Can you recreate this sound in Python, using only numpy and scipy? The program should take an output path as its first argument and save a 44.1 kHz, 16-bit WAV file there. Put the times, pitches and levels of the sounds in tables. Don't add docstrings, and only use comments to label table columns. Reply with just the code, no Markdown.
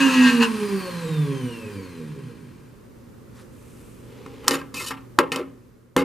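import sys
import numpy as np
from scipy import signal
from scipy.fft import rfft, irfft
from scipy.io import wavfile
from scipy.ndimage import uniform_filter1d

SR = 44100
rng = np.random.default_rng(int(sys.argv[2]) if len(sys.argv) > 2 else 0)


def level_to_linear(level):
    exponent = np.asarray(level, float) / 20
    return 10 ** exponent


def file_out(sig):
    cols = np.atleast_2d(sig).T
    lim = np.clip(cols, -1, 1)
    pcm = np.round(lim * 32767).astype(np.int16)
    wavfile.write(sys.argv[1], SR, pcm)


N = 266364
T = np.arange(N) / SR

# time in seconds, rattle level in dB.
RATTLE = [(0.0, -27.5), (0.1, -29), (0.182, -28.5), (0.2, -30), (0.274, -25), (0.392, -39.5), (0.43, -21.5),
          (0.482, -44.5), (0.52, -72)]
# frequency in Hz, level in dB, t60 in seconds.
THUMP = [(158, -0.5, 0.58), (274.5, 6.5, 0.52), (352, 9, 0.033), (447, 3, 0.081), (480, -9, 0.24),
         (787, -5.5, 0.35)]
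# frequency in Hz, level in dB.
HELD_CUP = [(1050, 2), (1190, 2.5), (1320, 0), (1590, -5.5), (1800, -3), (2105, -2), (2560, 2), (2720, -18),
            (2977, -3.5), (3720, -5), (4210, -7.5), (4700, -2.5), (5400, -6), (6100, -13.5), (6900, -6),
            (7400, -20.5), (8500, -13), (9600, -12)]
# frequency in Hz, gain in dB.
MIC = [(20, -12.5), (100, -7.5), (560, 4), (680, -4), (850, 3.5), (15000, -0.5), (15250, -21),
       (20000, -53.5)]


def evened(x):
    return x / np.sqrt(np.mean(x ** 2) + 1e-20)


def read(points, hz):
    f, value = np.transpose(points)
    return np.interp(np.log(hz + 1), np.log(f + 1), value)


def curves(rows):
    s, *columns = np.transpose(rows)
    since_start = T - s[0] + (s[0] < .01)
    until_end = s[-1] - T + (s[-1] > T[-1] - .01)
    gate = np.clip(np.minimum(since_start, until_end) / .004, 0, 1)
    return [np.interp(T, s, c) for c in columns], gate


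def coloured(x, points):
    return irfft(rfft(x) * level_to_linear(read(points, np.fft.rfftfreq(N, 1 / SR))), N)


def resonate(x, hz, width_hz):
    r = np.exp(-np.pi * width_hz / SR)
    return signal.lfilter([1 - r, 0, r - 1], [1, -2 * r * np.cos(2 * np.pi * hz / SR), r * r], x)


def wander(rate_hz):
    size = int(SR / rate_hz)
    return evened(uniform_filter1d(uniform_filter1d(rng.standard_normal(N), size), size))


def grit(spread_db):
    return evened(rng.standard_normal(N) * level_to_linear(spread_db * wander(340)))


def air():
    # frequency in Hz, density in dB per Hz.
    air_hz = [(12, -29), (20, -18.5), (86, -6), (123, -7.5), (150, -10), (241, -6.5), (301, -12),
              (377, -10), (422, -11.5), (542, -15), (678, -28), (1120, -24), (3250, -38.5), (15000, -42),
              (15350, -84.5)]
    # time in seconds, level in dB.
    air_db = [(2.602, -46.5), (3.9, -43.5), (4.6, -43.5), (5.0, -44.5), (5.5, -47.5), (6.04, -56)]
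    # frequency in Hz, level in dB.
    hum_tones = [(120, -48.5), (240, -58.5)]
    # frequency in Hz, correlation from 0 to 1.
    likeness = [(60, 0.45), (180, 0.53), (550, 0.14), (1650, 0.32), (4970, 0.53), (15000, 0.22)]
    # frequency in Hz, left minus right in dB.
    air_tilt = [(60, -3.9), (240, -1.5), (950, -2), (3770, 0.8), (15000, -1.5)]
    hz = np.fft.rfftfreq(N, 1 / SR)
    left, other = rfft(rng.standard_normal((2, N)))
    same = np.clip(read(likeness, hz), -1, 1)
    tilt = level_to_linear(read(air_tilt, hz) / 2)
    right = same * left + np.sqrt(1 - same ** 2) * other
    pair = np.array([left * tilt, right / tilt])
    hiss = evened(irfft(pair * level_to_linear(read(air_hz, hz) - read(MIC, hz)), N))
    hum = sum(level_to_linear(db + 0.75 * wander(16)) * np.sin(2 * np.pi * f * T) for f, db in hum_tones)
    s, db = np.transpose(air_db)
    level_db = np.interp(T, s, db)
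    return level_to_linear(level_db) * hiss + hum * level_to_linear(level_db - db[0])


def room(x):
    # frequency in Hz, t60 in seconds.
    room_t60 = [(150, 1), (600, 0.4), (2000, 0.077), (6000, 0.025), (14000, 0.033)]
    # frequency in Hz, gain in dB.
    walls = [(100, -24), (400, -14), (1000, -1), (2500, -5.5), (6000, 10.5), (14000, 16)]
    taps = np.zeros((2, SR // 2))
    at = np.arange(100, SR // 2 - 20, 20) + rng.integers(0, 20, (2, (SR // 2 - 101) // 20))
    np.put_along_axis(taps, at, rng.choice([-1., 1.], at.shape), 1)
    hz, t, z = signal.stft(taps, SR, nperseg=256)
    decay = level_to_linear(-60 * t / read(room_t60, hz)[:, None])
    tail = signal.istft(z * decay, SR, nperseg=256)[1]
    tail = tail / np.linalg.norm(tail[0])
    return signal.fftconvolve(coloured(x, walls)[None], tail, axes=1)[:, :N]


def sleeve():
    # centre in seconds, spread in seconds, level in dB.
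    swishes = [
        (3.394, 0.035, -56.5),
        (3.801, 0.22, -62.5),
    ]
    # frequency in Hz, density in dB per Hz.
    rustle_hz = [(410, -46), (700, -11), (1250, -2), (2370, -11), (9860, -15), (14400, -26), (16000, -53)]
    # frequency in Hz, density in dB per Hz.
    brush_hz = [(900, -30), (2500, 0.5), (4500, -10), (8500, -1.5), (13000, -8), (16000, -26.5)]
    out = np.zeros(N)
    for (s, spread_s, db), colour in zip(swishes, (rustle_hz, brush_hz)):
        swell = np.exp(-.5 * ((T - s) / spread_s) ** 2)
        out += level_to_linear(db) * swell * evened(coloured(grit(1.5), colour))
    return out


def grip():
    # frequency in Hz, density in dB per Hz.
    grip_hz = [(150, -40), (250, -12.5), (460, 2.5), (674, -22), (1020, -16), (1450, -23), (2490, -18.5),
               (12500, -39.5), (14900, -47.5), (16000, -77)]
    grip_s, rise_s, lift_s, grip_db = 3.93, 0.28, 4.46, -52
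    closing = np.clip((T - grip_s) / rise_s, 0, 1) ** 1.1 * np.clip((lift_s - T) / .03, 0, 1)
    return level_to_linear(grip_db) * closing * evened(coloured(grit(1.5), grip_hz))


def bench():
    # frequency in Hz, level in dB, t60 in seconds.
    bench_modes = [(69, -29, 0.33), (188.8, -21, 0.202)]
    since = np.maximum(T - 5.965, 0)
    return sum(level_to_linear(db - 60 * since / t60) * np.sin(2 * np.pi * f * since) for f, db, t60 in bench_modes)


def stroke(start_s, hold_s, db, quick, trail_db, trail):
    after = np.maximum(T - start_s - hold_s, 0)
    release = level_to_linear(-quick * after) + level_to_linear(trail_db - trail * after)
    return level_to_linear(db) * np.clip((T - start_s) / .003, 0, 1) * release


def scrape():
    # hold in seconds, hiss level in dB, cup ring level in dB, low rub level in dB.
    strokes = [(0.053, -62, -38, -66.5), (0.0042, -42.5, -24.5, -28), (.004, -35, -28.5, -34),
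               (0.038, -35, -20.5, -24.5), (.015, -54.5, -37.5, -49), (0.11, -40, -36.5, -46.5),
               (.02, -59, -36.5, -42), (0.026, -36, -38.5, -60), (0.0084, -53, -23.5, -47.5),
               (0.0061, -41, -15, -12), (0.0067, -35.5, -18.5, -33), (0.0033, -47, -30.5, -24.5),
               (0.016, -69, -38.5, -29), (0.033, -39.5, -17.5, -17.5)]
    stroke_s = [4.43, 4.474, 4.488, 4.509, 4.585, 4.74, 4.8, 4.86, 4.909, 5.189, 5.319, 5.36, 5.392, 5.965]
    # quick drop in dB/s, trail level in dB, trail drop in dB/s.
    releases = [(800, -17.5, 218), (550, -7.5, 161), (510, -13.5, 130.5)]
    # frequency in Hz, density in dB per Hz.
    scrape_hz = [(1940, -31.5), (3300, -11.5), (4020, -6.5), (5100, -9.5), (6920, -9), (12900, -13),
                 (15300, -24), (16000, -78)]
    # frequency in Hz, density in dB per Hz.
    wall_body_hz = [(500, -28), (850, -1.5), (1200, -1), (1600, -5.5), (2800, -5.5), (4000, -20.5),
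                    (8000, -40.5)]
    rub = evened(grit(1.5) * level_to_linear(1.5 * wander(110)))
    modes = []
    for f, db in HELD_CUP:
        swell_db = 5 * wander(40)
        mode = resonate(resonate(rub, f, 50 + .012 * f), f, 900)
        modes.append(level_to_linear(db + swell_db) * evened(mode))
    hiss = evened(evened(coloured(rub, scrape_hz)) + .8 * evened(sum(modes[6:])))
    ring = evened(evened(sum(modes[:6])) + 1.3 * evened(coloured(rub, wall_body_hz)))
    low = evened(sum(level_to_linear(db) * resonate(resonate(rub, f, 86), f, 140) for f, db, _ in THUMP[:4]))
    layers = hiss, level_to_linear(-14.5) * ring, level_to_linear(-7.5) * low
    out = np.zeros(N)
    for k, (layer, release) in enumerate(zip(layers, releases)):
        out += layer * sum(stroke(s, hold_s, db[k], *release) for s, (hold_s, *db) in zip(stroke_s, strokes))
    return out


def knock(crack_db, thump_db, ring_db, hz, thump_hz, t60):
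    t, draw = T[:SR // 4], rng.random((2, 24))
    noise = rng.standard_normal(len(t)) * np.minimum(t / .0004, 1)
    crack = resonate(noise * np.exp(-t / 0.0017), 4700, 4300)
    blow = 3.2 * resonate(noise * np.exp(-t / 0.0022), hz, 1100)
    blow += np.exp(-t / 0.00093) * np.sin(2 * np.pi * hz * t)
    thump, ring = np.zeros(len(t)), np.zeros(len(t))
    for k, (f, db, decay_s) in enumerate(THUMP):
        share_db = db - 1.8 * abs(np.log2(f / thump_hz))
        detuned_hz = f * (.96 + 0.11 * draw[0, k])
        thump += level_to_linear(share_db - 60 * t / decay_s) * np.sin(2 * np.pi * detuned_hz * t)
    first_push = 1.5 * np.exp(-t / .004) * np.sin(2 * np.pi * thump_hz * t)
    thump = thump * np.minimum(t / .002, 1) + first_push
    for k, (f, db) in enumerate(HELD_CUP):
        share_db = db - 6 * draw[1, k] - 7 * abs(np.log2(f / hz))
        ring += level_to_linear(share_db - 60 * t / t60 * (f / 2000) ** 0.15) * np.sin(2 * np.pi * f * t)
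    ring *= np.minimum(t / .001, 1)
    return level_to_linear(crack_db - 2.5) * crack + level_to_linear(thump_db - 6.0) * thump + level_to_linear(ring_db) * (blow + 0.29 * ring)


def knocks():
    # start in seconds, crack in dB, stand thump in dB, cup ring in dB, thump centre in Hz.
    wall_knocks = [
        (4.262, -55.5, -40.5, -39.5, 275),
        (4.4437, -44, -40.5, -47, 552),
        (4.4674, -42, -37, -42.5, 428),
        (4.4806, 3.5, -30.5, -11.5, 337.5),
        (4.509, -12, -25, -23, 277),
        (4.9075, -41.5, -35.5, -25.5, 267),
        (5.1879, -24, -28, -5.5, 477),
        (5.9646, -31, -17.5, -12, 287),
    ]
    # start in seconds, crack in dB, stand thump in dB, cup ring in dB, thump centre in Hz.
    rim_knocks = [
        (4.7422, -31, -41, -35.5, 288),
        (5.3188, -38, -27.5, -19, 505),
        (5.3599, -21, -33.5, -24, 247),
    ]
    out = np.zeros(N)
    for rows, hz, t60 in ((wall_knocks, 1150, .05), (rim_knocks, 2700, .13)):
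        for s, crack_db, thump_db, ring_db, thump_hz in rows:
            part = out[round(s * SR):][:SR // 4]
            part += knock(crack_db, thump_db, ring_db, hz, thump_hz, t60)[:len(part)]
    return out


def handling():
    # frequency in Hz, gain in dB.
    hand_hz = [(50, -14), (150, -1)]
    return coloured(knocks() + scrape() + sleeve(), hand_hz) + bench() + grip()


def rattle(turn):
    # frequency in Hz, width in Hz, level in dB.
    cup_modes = [(980, 118, 2), (1330, 40, 1), (1590, 52, 7.5), (1890, 103, 5.5), (2568, 35, 11.5),
                 (2813, 54, 11.5), (4080, 800, -7), (4600, 27, 1.5), (5070, 12, -2), (5800, 52, -6.5),
                 (6300, 300, -12), (7090, 16, 1), (7530, 74, -15), (8600, 200, -15.5)]
    (rattle_db,), gate = curves(RATTLE)
    at = np.flatnonzero(np.diff(np.floor(turn / (2 * np.pi))))
    at = at[at < SR]
    period, draw = np.gradient(at), rng.standard_normal((300, 2))[:len(at)].T
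    late_turns = .032 * (-1) ** np.arange(len(at)) + .005 * draw[0]
    taps = np.zeros(N)
    taps[np.round(at + period * late_turns).astype(int)] = level_to_linear(0.34 * draw[1])
    drive = evened(taps[:SR]) + .6 * grit(3.0)[:SR]
    cup = np.zeros(SR)
    for k, (f, width_hz, db) in enumerate(cup_modes):
        seat_db = 2 * wander(25)[:SR]
        upper_db = (f > 2200) * -1.9
        cup += (-1) ** k * level_to_linear(db + seat_db + upper_db) * resonate(drive, f, 1.07 * width_hz)
    return gate * level_to_linear(rattle_db) * np.pad(evened(cup + 0.0067 * drive), (0, N - SR))


def shaft():
    # time in seconds, turns in Hz.
    shaft_hz = [(0.0, 273.8), (0.45, 227), (0.95, 173), (1.45, 123.5), (1.95, 84), (2.45, 49.5), (3.0, 8.4)]
    (hz,), running = curves(shaft_hz)
    hz = uniform_filter1d(hz, SR // 4, mode="nearest")
    return 2 * np.pi * np.cumsum(hz) / SR, hz, running


def brushes(turn, speed):
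    # frequency in Hz, density in dB per Hz.
    whirr_hz = [(88, -71), (150, 1), (466, -14.5), (675, -29.5), (1040, -12), (1420, -29), (1600, -31),
                (1760, -22), (3040, -23), (3350, -25), (4240, -23), (5050, -26), (8900, -28.5),
                (15200, -37), (16000, -62)]
    # frequency in Hz, width in Hz, level in dB.
    whirr_rings = [(1050, 40, -23.5), (1574, 95, 19.5), (1895, 51, 6), (2415, 400, 5), (3090, 40, 6),
                   (4150, 60, 3), (4700, 180, -9), (8650, 300, -5), (9280, 220, 1.5)]
    (rattle_db,), rattling = curves(RATTLE)
    level = level_to_linear(-36) * speed ** 1.69 + rattling * level_to_linear(rattle_db - 14)
    hiss = grit(0.81) * (1 + 0.057 * np.cos(turn))
    rings = sum(level_to_linear(db) * resonate(hiss, f, width_hz) for f, width_hz, db in whirr_rings)
    return level * evened(coloured(hiss + rings, whirr_hz))


def commutator(turn, hz, speed):
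    # multiple of the turns, level in dB.
    bars = [(24, -49), (48, -56), (72, -59), (96, -63), (120, -65), (144, -67), (168, -70)]
    # frequency in Hz, gain in dB.
    vent = [(1000, -18), (2000, -11), (2500, 5), (3400, -2), (4200, 1), (4700, 2), (5100, -10), (5900, -2),
            (6800, -7), (8000, 0), (10500, 0), (12000, -3), (14500, 3), (16000, -2)]
    fading = speed ** .8 * np.clip((speed - .2) / .14, 0, 1)
    out = np.zeros(N)
    for k, db in bars:
        heard = level_to_linear(read(vent, k * hz)) * (k * hz < .38 * SR)
        flutter_db, slip = 3 * wander(14), 1.2 * wander(120)
        out += level_to_linear(db + flutter_db) * fading * heard * np.sin(round(k) * turn + slip)
    return out


def orders(turn, hz, speed):
    # multiple of the turns, level at full speed in dB.
    order_db = [(3, -37.5), (4, -39.5), (5, -40.5), (6, -40), (7, -46.5), (8, -43)]
    # frequency in Hz, width in Hz, gain in dB.
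    stand_modes = [(145.4, 22, 21.5), (247, 78, 15), (407, 37, 11), (478, 23.7, 9), (540, 15, -1),
                   (740, 75, -12), (1123, 180, -2.5)]
    out = np.zeros(N)
    for k, db in order_db:
        stand = sum(level_to_linear(g) / (1 + (2 * (k * hz - f) / width_hz) ** 2) for f, width_hz, g in stand_modes)
        level = level_to_linear(db + 2.5 * wander(43)) * speed ** 1.6
        out += level * stand * np.sin(round(k) * turn + .5 * wander(53))
    return out


def unbalance(turn, hz, speed):
    # frequency in Hz, width in Hz, unbalance level in dB, twice-a-turn pull level in dB.
    base_modes = [(103, 8.8, -30, -51.5), (120.2, 1.7, -33.5, -43.5), (143.7, 4.4, -40.5, -44.5),
                  (154, 4, -15.5, -25), (169.87, 3.4, -23.5, -51), (175.4, 5.8, -35, -51),
                  (202, 16, -30.5, -39.5), (238.4, 3.5, -21, -29.5), (253.8, 5.2, -12, -34),
                  (277.1, 8, -7.5, -33), (302, 25, -47, -41), (404.4, 26, -47.5, -31.5),
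                  (461, 14, -45, -32.5), (577, 59, -41, -31.5)]
    faint_below_hz = 102
    once = np.sqrt(2) * np.sin(turn) / (1 + (faint_below_hz / hz) ** 10)
    twice = np.sqrt(2) * np.sin(2 * turn) / (1 + (faint_below_hz / (2 * hz)) ** 10)
    out = np.zeros(N)
    for f, width_hz, db, pull_db in base_modes:
        out += level_to_linear(db) * resonate(once + level_to_linear(pull_db - db) * twice, f, width_hz)
    return out * level_to_linear(3 * wander(22) * (1.69 - speed))


def motor(turn, hz, running):
    speed = hz / hz[0]
    tones = unbalance(turn, hz, speed) + orders(turn, hz, speed) + commutator(turn, hz, speed)
    return running * (tones + brushes(turn, speed))


def scene():
    # frequency in Hz, left minus right in dB.
    motor_tilt = [(60, 7), (180, -4), (550, -1), (1650, 1.5), (4970, 0), (15000, 1.5)]
    turn, hz, running = shaft()
    mixer = motor(turn, hz, running) + rattle(turn)
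    hand = handling()
    left = coloured(mixer, [(f, db / 2) for f, db in motor_tilt])
    right = coloured(mixer, [(f, -db / 2) for f, db in motor_tilt])
    direct = np.array([left, right]) + hand * level_to_linear(np.array([[.3], [-.3]]))
    return direct + room(level_to_linear(-9.5) * mixer + level_to_linear(-14) * hand) + air()


def roll_off(x):
    return signal.sosfilt(signal.butter(12, 16290, fs=SR, output="sos"), x)


def record(dry):
    overloaded = 1.553 * np.tanh(dry / 1.079)
    heard = np.array([coloured(x, MIC) for x in overloaded])
    return roll_off(np.clip(heard, -.94, .94))


dry = scene()
out = record(dry)
file_out(out)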